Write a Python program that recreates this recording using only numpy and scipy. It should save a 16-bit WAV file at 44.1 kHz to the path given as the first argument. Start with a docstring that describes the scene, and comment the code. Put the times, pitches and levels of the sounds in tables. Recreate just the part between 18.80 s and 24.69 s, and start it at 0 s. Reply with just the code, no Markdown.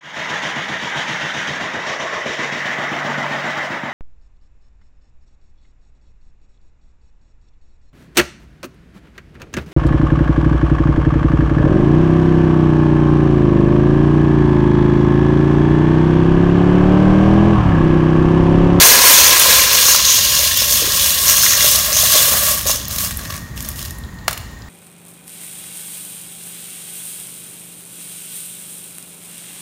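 """A loud, surging hiss, overloading the single microphone at first: water poured onto vegetables frying
in a hot steel pot flashes to steam. The air in the pot resonates and hums higher as it fills, bubbles
ring with a plop and the last drops spit. Beneath it a gas burner rumbles and faintly whistles;
near the end a light object knocks and bounces close by."""
import sys
import numpy as np
from scipy import signal
from scipy.fft import rfft, irfft, next_fast_len
from scipy.io import wavfile
from scipy.ndimage import uniform_filter1d

SR = 44100
rng = np.random.default_rng(int(sys.argv[2]) if len(sys.argv) > 2 else 0)


def file_out(sig):
    """Save sig as 16-bit WAV at sys.argv[1]."""
    # one column per channel
    cols = np.atleast_2d(sig).T
    # limit, then scale
    lim = np.clip(cols, -1, 1)
    pcm = np.round(lim * 32767).astype(np.int16)
    wavfile.write(sys.argv[1], SR, pcm)


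N = 259649


def amp(db):
    """Amplitude ratio of a level in decibels."""
    return 10 ** (np.asarray(db) / 20)


def unit(x):
    """Normalisation to an RMS of one."""
    return x / np.sqrt(np.mean(x ** 2) + 1e-20)


def power_sum(a_db, b_db):
    """Incoherent sounds add in power; their joint level in dB."""
    return 10 * np.log10(amp(2 * a_db) + amp(2 * b_db))


def along(points, hz, column=1):
    """Interpolation of one column on a logarithmic frequency axis."""
    table = np.transpose(points)
    return np.interp(np.log(hz + 1), np.log(table[0] + 1), table[column])


def curves(rows):
    """Linear interpolation in time: one curve for each column after the first."""
    times, *columns = np.transpose(rows)
    return [np.interp(np.arange(N) / SR, times, column) for column in columns]


def swells(rows, rise_s, fade_db_per_s):
    """Envelopes that rise, hold and fade add in power; one dB curve for each level column."""
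    t = np.arange(N) / SR
    start, held, *columns = np.transpose(rows)[..., None]
    attack = np.clip((t - start) / rise_s, 1e-4, 1) ** 2
    fade = amp(-2 * fade_db_per_s * np.clip(t - start - rise_s - held, 0, 1))
    return [10 * np.log10(np.sum(attack * fade * amp(2 * db), axis=0)) for db in columns]


def filtered(x, response):
    """Linear filtering: the spectrum is multiplied by a frequency response."""
    size = next_fast_len(N + SR // 2)
    return irfft(rfft(x, size) * response(np.fft.rfftfreq(size, 1 / SR)), size)[..., :N]


def resonance(f, hz, width_hz):
    """Band-pass response of a damped oscillator."""
    return 1j * f * width_hz / (hz * hz - f * f + 1j * f * width_hz)


def peak(f, hz, width_hz, db):
    """Magnitude response of two like resonators in cascade."""
    return np.abs(amp(db) * resonance(f, hz, width_hz) ** 2)


def patchy_noise(bands, frames, depth_db):
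    """Random modulation of white noise, in patches over time and frequency."""
    spectra = signal.stft(rng.standard_normal(N), nperseg=256)[2]
    field = uniform_filter1d(rng.standard_normal(spectra.shape), bands, axis=0)
    field = uniform_filter1d(field, frames, axis=1)
    return signal.istft(spectra * amp(depth_db * unit(field)), nperseg=256)[1][:N]


def kitchen():
    """Broadband ambient noise: the steady hush of the kitchen."""
    # Each row: frequency in Hz, relative spectral density in dB.
    spectrum = [(180, -30), (300, 0), (760, -5), (960, -0.5), (1360, -7), (1840, -9), (2150, -15),
                (3080, -15), (3950, -12), (5610, -22), (7080, -9.5), (7690, -21), (10400, -36),
                (13100, -26), (16000, -20)]
    noise = patchy_noise(bands=4, frames=12, depth_db=-0.5)
    return amp(-44) * unit(filtered(noise, lambda f: amp(along(spectrum, f))))


def burner():
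    """Combustion noise rumbles, and the gas jet whistles unsteadily in a narrow band."""
    # The flame's strength. Each row: time in seconds, rumble in dB, whistle in dB.
    flame = [(0.0, -35, -43), (2.5, -32.5, -37.5), (4.2, -30, -47), (4.8, -31, -45.5), (5.89, -34, -46.5)]
    # The rumble. Each row: frequency in Hz, relative spectral density in dB.
    spectrum = [(20, -28), (32, -26), (42, -10), (100, -4.5), (150, -7), (240, -11.5), (290, -19),
                (400, -28), (600, -45)]
    # The flame's own tones. Each row: frequency in Hz, width in Hz, relative level in dB.
    throb = [(49, 8.6, -6), (69, 16, 0)]
    rumble_db, whistle_db = curves(flame)
    response = lambda f: amp(along(spectrum, f)) + sum(peak(f, *tone) for tone in throb)
    rumble = unit(filtered(rng.standard_normal(N), response))
    whistle = unit(filtered(rng.standard_normal(N), lambda f: resonance(f, hz=1857, width_hz=38)))
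    return amp(rumble_db) * rumble + amp(whistle_db) * whistle


def room(x):
    """Reverberation: reflections from the walls die away at a rate that depends on frequency."""
    # Each row: frequency in Hz, reverberation time (60 dB) in seconds.
    decay_times = [(200, 0.44), (2000, 0.72), (6000, 0.84), (15000, 0.46)]
    hz, t, spectra = signal.stft(rng.standard_normal(SR // 2), SR, nperseg=256)
    decay = amp(-60 * t / along(decay_times, hz)[:, None])
    tail = signal.istft(spectra * decay, SR, nperseg=256)[1]
    return signal.fftconvolve(x, tail / np.linalg.norm(tail))[:N]


def knock():
    """Impact excitation: each contact cracks, rings the object's modes and leaves it chattering."""
    # Touch, blow and bounces. Each row: start in seconds, relative level in dB, ring share from 0 to 1.
    contacts = [(5.4794, -8, 0.2), (5.4804, 1.5, 0.82), (5.5098, -10.5, 0), (5.5296, -9.5, 0.05),
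                (5.576, -13, 0.03), (5.579, -27, .15), (5.612, -27, 0.9)]
    # Each row: mode frequency in Hz, relative level in dB, seconds to decay by 60 dB.
    modes = [(680, 0, .016), (1230, -1, .016), (1430, -3, .016), (1660, -3, .016), (2050, -5, .012),
             (2850, -5, .024), (3500, -9, .012), (4330, -5, .016), (6600, -9, .012), (8800, -11, .018)]
    out, t = np.zeros(N + SR), np.arange(SR // 5) / SR
    for start, db, share in contacts:
        ring = sum((-1) ** k * amp(level + rng.normal(0, 0.65) - 60 * t / t60)
                   * np.sin(2 * np.pi * hz * t) for k, (hz, level, t60) in enumerate(modes))
        crack = amp(-60 * t / 0.026) * rng.standard_normal(len(t))
        chatter = amp(-60 * t / 0.12) * signal.lfilter([1], [1, -0.7], rng.standard_normal(len(t)))
        hit = share * (0.51 * ring + 0.083 * chatter) + (0.45 - 0.16 * share) * crack
        out[round(start * SR):][:len(t)] += amp(db) * hit
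    # too small an object to radiate bass
    return filtered(out[:N], lambda f: (1j * f / (330 + 1j * f)) ** 2)


def gurgle(hum_db, count):
    """Air entrainment by the stream: rows of random bubbles near two of the pot's air modes."""
    when, softness, mode, detune = rng.random((count, 4)).T
    start = np.interp(when, [0, 1], (1.5, 3.75))
    db = hum_db[(start * SR).astype(int)] + 6.5 - 8 * softness
    hz = np.where(mode < 0.75, 573, 1104) * (1 + 0.16 * (detune - 0.5))
    return list(zip(start, db, hz))


def plops(hum_db):
    """Bubble resonance: each rings a few cycles, usually rising in pitch, with a wet slap."""
    # Each row: start in seconds, relative level in dB, pitch in Hz.
    bubbles = [(1.058, -14, 1100), (1.082, -5.5, 1080), (1.712, -6, 1770), (2.019, -11, 465),
               (2.04, -15, 343), (2.074, -17, 403), (2.255, -13.5, 1080), (2.634, -2.5, 1560),
               (2.663, 1, 2030), (2.734, -1, 1730), (2.807, -1, 2040), (2.843, -12, 583),
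               (3.231, -11.5, 602), (3.345, -15, 600), (3.356, -12, 550), (3.482, -14.5, 560),
               (3.538, -13.5, 560), (3.857, -13.5, 512), (3.895, -8.5, 1024), (3.894, -14, 560),
               (3.95, -21, 540), (4.501, -20, 1130), (4.54, -21, 1130)]
    out, t = np.zeros(N + SR), np.arange(SR // 10) / SR
    f = np.fft.rfftfreq(len(t), 1 / SR)
    for start, db, hz in bubbles + gurgle(hum_db, count=50):
        life_s = 0.003 + 7.5 / hz
        tone = np.sin(2 * np.pi * hz * t * (0.968 + rng.uniform(-0.025, 0.21) * t / life_s))
        slap = unit(irfft(rfft(rng.standard_normal(len(t))) * resonance(f, 0.99 * hz, 0.39 * hz), len(t)))
        envelope = amp(db + 3 - 30 * t / life_s) * (1 - np.exp(-t / 0.0036))
        out[round(start * SR):][:len(t)] += envelope * (tone + 0.52 * slap)
    return out[:N]


def spatter(fizz_db, count, from_s=4.2):
    """A random point process: rows of small drops after the pour, louder where the fizz is."""
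    when, softness, pitch, breadth = rng.random((count, 4)).T
    start = from_s + when * (N / SR - from_s)
    db = np.maximum(fizz_db[(start * SR).astype(int)] + 12, -40) - 6 * softness
    hz = np.interp(pitch, [0, 1], (6960, 14500))
    return list(zip(start, db, hz, 0.41 * breadth))


def spits(fizz_db):
    """A brief impulse has a wide spectrum: each bursting drop cracks in a band around its own pitch, and two
    bubbles burst with a broad slap at 1.148 s and 3.538 s."""
    # Each row: start in seconds, relative peak level in dB, centre in Hz, broadband share from 0 to 1.
    drops = [(0.5966, 10, 12900, 0.9), (0.93, -0.5, 12400, 0.1), (1.148, -2.5, 1510, 0.5),
             (1.2523, 0, 5700, 0.3), (1.773, 1, 12800, 0.3), (2.481, 0, 5700, 0.8), (3.538, -9, 910, 0.42),
             (3.8172, -12, 12700, 0.4), (3.9244, -9, 11700, 0.4), (4.0826, -10, 13300, 0),
             (4.1193, -14, 6000, 0.8), (4.1834, -10, 11900, 0.5), (4.215, -4, 14600, 0.8),
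             (4.248, -6, 6500, 1), (4.3092, -10.5, 1690, 1), (4.372, -9.5, 13300, 0.3),
             (4.5411, -17, 1600, 1), (4.565, -14, 8300, 1), (4.8059, -12.5, 6900, 1),
             (4.8264, -17, 11000, 0.3), (4.8614, -18, 13600, 0.4), (4.888, -9.5, 11500, 0.57),
             (4.9851, -25, 4700, 0.8), (5.0459, -22, 12200, 0.5), (5.108, -17.5, 8800, 1),
             (5.1846, -23, 11400, 0.0), (5.237, -30, 3770, 0), (5.3877, -36, 4100, 0.1),
             (5.8202, -31, 4700, 0.1)]
    out, t = np.zeros(N + SR), np.arange(SR // 25) / SR
    f = np.fft.rfftfreq(len(t), 1 / SR)
    envelope = amp(-60 * t / 0.0094) + 0.22 * amp(-60 * t / 0.051)
    for start, db, hz, broad in drops + spatter(fizz_db, count=34):
        noise = rng.standard_normal(len(t)) * envelope
        band = resonance(f, hz, (0.38 + 0.89 * broad) * hz) ** 2 + broad ** 2 * resonance(f, 4700, 24000)
        crack = irfft(rfft(noise) * band, len(t))
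        out[round(start * SR):][:len(t)] += amp(db + 1.5) * crack / np.abs(crack).max()
    return out[:N]


def froth(count, centre_hz, octaves, cycles):
    """Damped oscillation of many small bubbles, each falling 30 dB in the given number of cycles."""
    draws, k = rng.random((count, 2)), np.arange(700)
    hz = np.clip(centre_hz * 2 ** (octaves * rng.standard_normal(count)), 300, 15000)[:, None]
    size_db = 14 * draws[:, 1:]
    envelopes = amp(size_db - 30 * k * hz / (cycles * SR)) * np.minimum(k / 60, 1)
    tones = envelopes * np.sin(2 * np.pi * hz * k / SR)
    samples = (draws[:, :1] * N).astype(int) + k
    return unit(np.bincount(samples.ravel(), tones.ravel(), N + len(k))[:N])


def pot_air(drive, fill):
    """Cavity resonance: the lower modes rise as the water shortens the air column."""
    # Each row: frequency in Hz when empty and when full, width in Hz, gain in dB when empty and when full.
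    modes = [(500, 614, 170, 1, 0), (1016, 1130, 150, 7.5, 5), (1647, 1654, 106, 5.5, 0),
             (2370, 1800, 860, -4.5, -10), (290, 450, 89, -12.5, -12)]
    # The spectrum between the modes, falling as the bare floor stops rattling.
    # Each row: frequency in Hz, gain in dB when empty and when full.
    slosh = [(150, -14, -27), (250, -8, -17.5), (380, -3.5, -31), (815, -3, -35), (1380, -2.5, -6),
             (2580, 1.5, -9.5), (2970, -13.5, -21.5)]
    hum = np.zeros(N)
    for level in np.linspace(0, 1, num=5):  # five water levels, cross-faded
        between = lambda f: amp((1 - level) * along(slosh, f) + level * along(slosh, f, column=2))
        modal_power = lambda f: sum(
            peak(f, hz + level * (full_hz - hz), width, db + level * (full_db - db)) ** 2
            for hz, full_hz, width, db, full_db in modes)
        weight = np.clip(1 - 4 * np.abs(fill - level), 0, 1)
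        hum += weight * unit(filtered(drive, lambda f: np.sqrt(between(f) ** 2 + modal_power(f))))
    return hum


def steel_wall(spray, spectrum, fill):
    """Forced vibration: the wall's modes colour the spray's spectrum and change strength as it wets."""
    # Each row: mode frequency in Hz, width in Hz, gain in dB when dry and when wet.
    modes = [(2800, 150, 1, 4.5), (3420, 140, -1, 1.5), (4200, 150, 2.5, -7), (5235, 180, -5, 4),
             (5870, 100, -0.5, -4), (6480, 290, -0.5, 2), (8600, 130, 4, 1), (12600, 250, -1, 0)]
    wetness = np.clip(fill / 0.65, 0, 1)
    ringing = lambda f: np.sqrt(1 + sum(
        peak(f, hz, width, [[dry_db], [wet_db]]) ** 2 for hz, width, dry_db, wet_db in modes))
    dry_wall, wet_wall = unit(filtered(spray, lambda f: amp(along(spectrum, f)) * ringing(f)))
    return (1 - wetness) * dry_wall + wetness * wet_wall


def steam_vents(jets):
    """Resonant filtering of the jet noise: steam escapes in short whistles."""
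    # Each row: start in seconds, hold in seconds, level in dB.
    vents = [(.04, 0.044, -19), (.34, .12, -18.5), (1.05, 0.058, -18), (1.25, 0.063, -16),
             (1.9, 0.034, -23), (2.46, 0.26, -22), (2.8, 0.13, -31), (3.125, 0.043, -19.5),
             (3.22, 0.13, -35), (3.87, 0.032, -26)]
    level_db, = swells(vents, rise_s=0.01, fade_db_per_s=254)
    return amp(level_db) * unit(filtered(jets, lambda f: resonance(f, hz=6170, width_hz=1070)))


def bursts(count, range_db, decay_s):
    """Shot noise: the envelope of steam bursts that start at once, decay and add in power."""
    when, strength = rng.random((count, 2)).T
    power = np.bincount((when * N).astype(int), amp(2 * range_db * strength ** 2), N)
    retained = np.exp(-2 / (decay_s * SR))
    return unit(np.sqrt(signal.lfilter([1], [1, -retained], power)))


def boil_levels():
    """Power addition of the pour and the late waves: levels of hum, splash and fizz in dB."""
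    # The pour boiling off. Each row: time in seconds, then fizz, splash over fizz and hum in dB.
    pour = [(0, -7.5, -2, -10.5), (.08, -6, -6.5, -11), (.19, -12.5, -0.5, -13.5), (.29, -7, -4.5, -13),
            (.55, -12, -3, -15.5), (.77, -11, -2, -16), (.9, -15.5, -1, -19), (.96, -13, -1.5, -20),
            (1.15, -11.5, -3, -21.5), (1.2, -19, 2.5, -23.5), (1.3, -15.5, -0.5, -25),
            (1.65, -16, -2, -25.5), (1.75, -19.5, -1, -31), (1.79, -16.5, 0, -26.5), (1.88, -16.5, -4, -28),
            (1.93, -11.5, -7, -27), (2.05, -18.5, -2, -26.5), (2.27, -13.5, -5, -27.5),
            (2.39, -18.5, -5, -29.5), (2.49, -11.5, -7.5, -23.5), (2.65, -12, -5, -25),
            (2.77, -16.5, -3, -25), (2.88, -10, -6, -24), (3.11, -19, -5, -26.5), (3.2, -13, -4.5, -23.5),
            (3.29, -13, -6.5, -25.5), (3.36, -11, -5, -21.5), (3.55, -14.5, -7.5, -23.5),
            (3.72, -15, -7, -24.5), (3.8, -25, -8, -35), (3.95, -38.5, 3.5, -42), (5.89, -87, -7, -59)]
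    # Waves washing up the hot wall. Each row: start and hold in seconds, then the same three levels.
    late_waves = [(3.858, 0.042, -16, -6.5, -26.5), (4.095, .07, -28, -5.5, -35),
                  (4.18, 0.067, -22, -7.5, -33), (4.375, 0.11, -38, -3.5, -38),
                  (4.49, 0.066, -37.5, -3.5, -38.5), (4.755, 0.13, -36.5, -5.5, -44),
                  (4.95, 0.025, -35, -7.5, -47), (4.98, 0.066, -36, -4, -44)]
    fizz_db, over_db, hum_db = curves(pour)
    waves = [(start, held, fizz, fizz + over, hum) for start, held, fizz, over, hum in late_waves]
    wave_fizz, wave_splash, wave_hum = swells(waves, rise_s=0.012, fade_db_per_s=166)
    splash_db = power_sum(fizz_db + over_db, wave_splash)
    return power_sum(hum_db, wave_hum), splash_db, power_sum(fizz_db, wave_fizz)


def boil(hum_db, splash_db, fizz_db):
    """Flash boiling: one crowd of steam bursts drives the splash, jets, fizz and air in the pot."""
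    # Each row: time in seconds, water level from 0 (empty) to 1 (full).
    water_level = [(0, 0.042), (2, 0.59), (3.7, 0.92), (5.89, 1)]
    # Three spectra of the spray. Each row: frequency in Hz, relative spectral density in dB.
    splash_spectrum = [(1410, -25), (2400, -7), (2800, -1), (3380, 1), (4500, 2), (4900, -2.5), (5300, -4),
                       (6760, -7), (11400, -120)]
    jet_spectrum = [(2760, -42), (4850, 0), (5150, 0.5), (5700, 3), (6400, 1), (6900, 3.5), (7520, -9),
                    (8000, -12), (10400, -18), (17600, -120)]
    fizz_spectrum = [(4350, -24.5), (7400, -4.5), (9430, -1), (10400, -6.5), (11200, -1.5), (13100, -1.5),
                     (15100, -1.5), (16000, -6)]
    fill, = curves(water_level)
    surge = bursts(count=500, range_db=3.5, decay_s=0.024)
    # as the boil thins out, single bursts stand clear of the crowd
    prominence = 1.5 + 3 * np.clip((-18.5 - fizz_db) / 12, 0, 1)
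    crackle = prominence * bursts(count=900, range_db=16, decay_s=0.0015)

    def drive(surging, crackling, depth_db):
        """Amplitude modulation of noise by the shared bursts."""
        envelope = 1 + surging * surge + crackling * crackle
        return envelope * patchy_noise(bands=5, frames=6, depth_db=depth_db)

    splash = unit(drive(surging=0.11, crackling=0.18, depth_db=1.96))
    splash += 0.15 * froth(count=2500, centre_hz=3659, octaves=0.36, cycles=57)
    splash = steel_wall(splash, splash_spectrum, fill)
    jets = unit(drive(surging=0.23, crackling=0.24, depth_db=0.6))
    jets += 0.14 * froth(count=2500, centre_hz=6226, octaves=0.202, cycles=380)
    jets = steel_wall(jets, jet_spectrum, fill)
    fizz = steel_wall(drive(surging=0.48, crackling=0.15, depth_db=1.06), fizz_spectrum, fill)
    hum = pot_air(drive(surging=0.25, crackling=0.15, depth_db=1.54), fill)
    hiss = amp(splash_db) * (splash + amp(-0.5) * jets) + steam_vents(jets)
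    return amp(hum_db) * hum + hiss + amp(fizz_db) * fizz


def scene():
    """Superposition of direct and reverberant sound at one microphone, alike in both channels."""
    hum_db, splash_db, fizz_db = boil_levels()
    hits = knock()
    drops = spits(fizz_db) + plops(hum_db)
    steam = boil(hum_db, splash_db, fizz_db)
    direct = steam + drops + hits + burner() + kitchen()
    mono = direct + room(amp(-11) * hits + amp(-9) * drops + amp(-13.5) * steam)
    return np.array([mono, mono])


def record(dry):
    """Hard clipping and band limiting: the loudest hiss overloads the input, and the top treble is cut."""
    top_hz, slope_hz = 15900, 150
    clipped = np.clip(dry, -1, 1)
    return filtered(clipped, lambda hz: np.clip((top_hz - hz) / slope_hz, 0, 1))


dry = scene()
out = record(dry)
file_out(out)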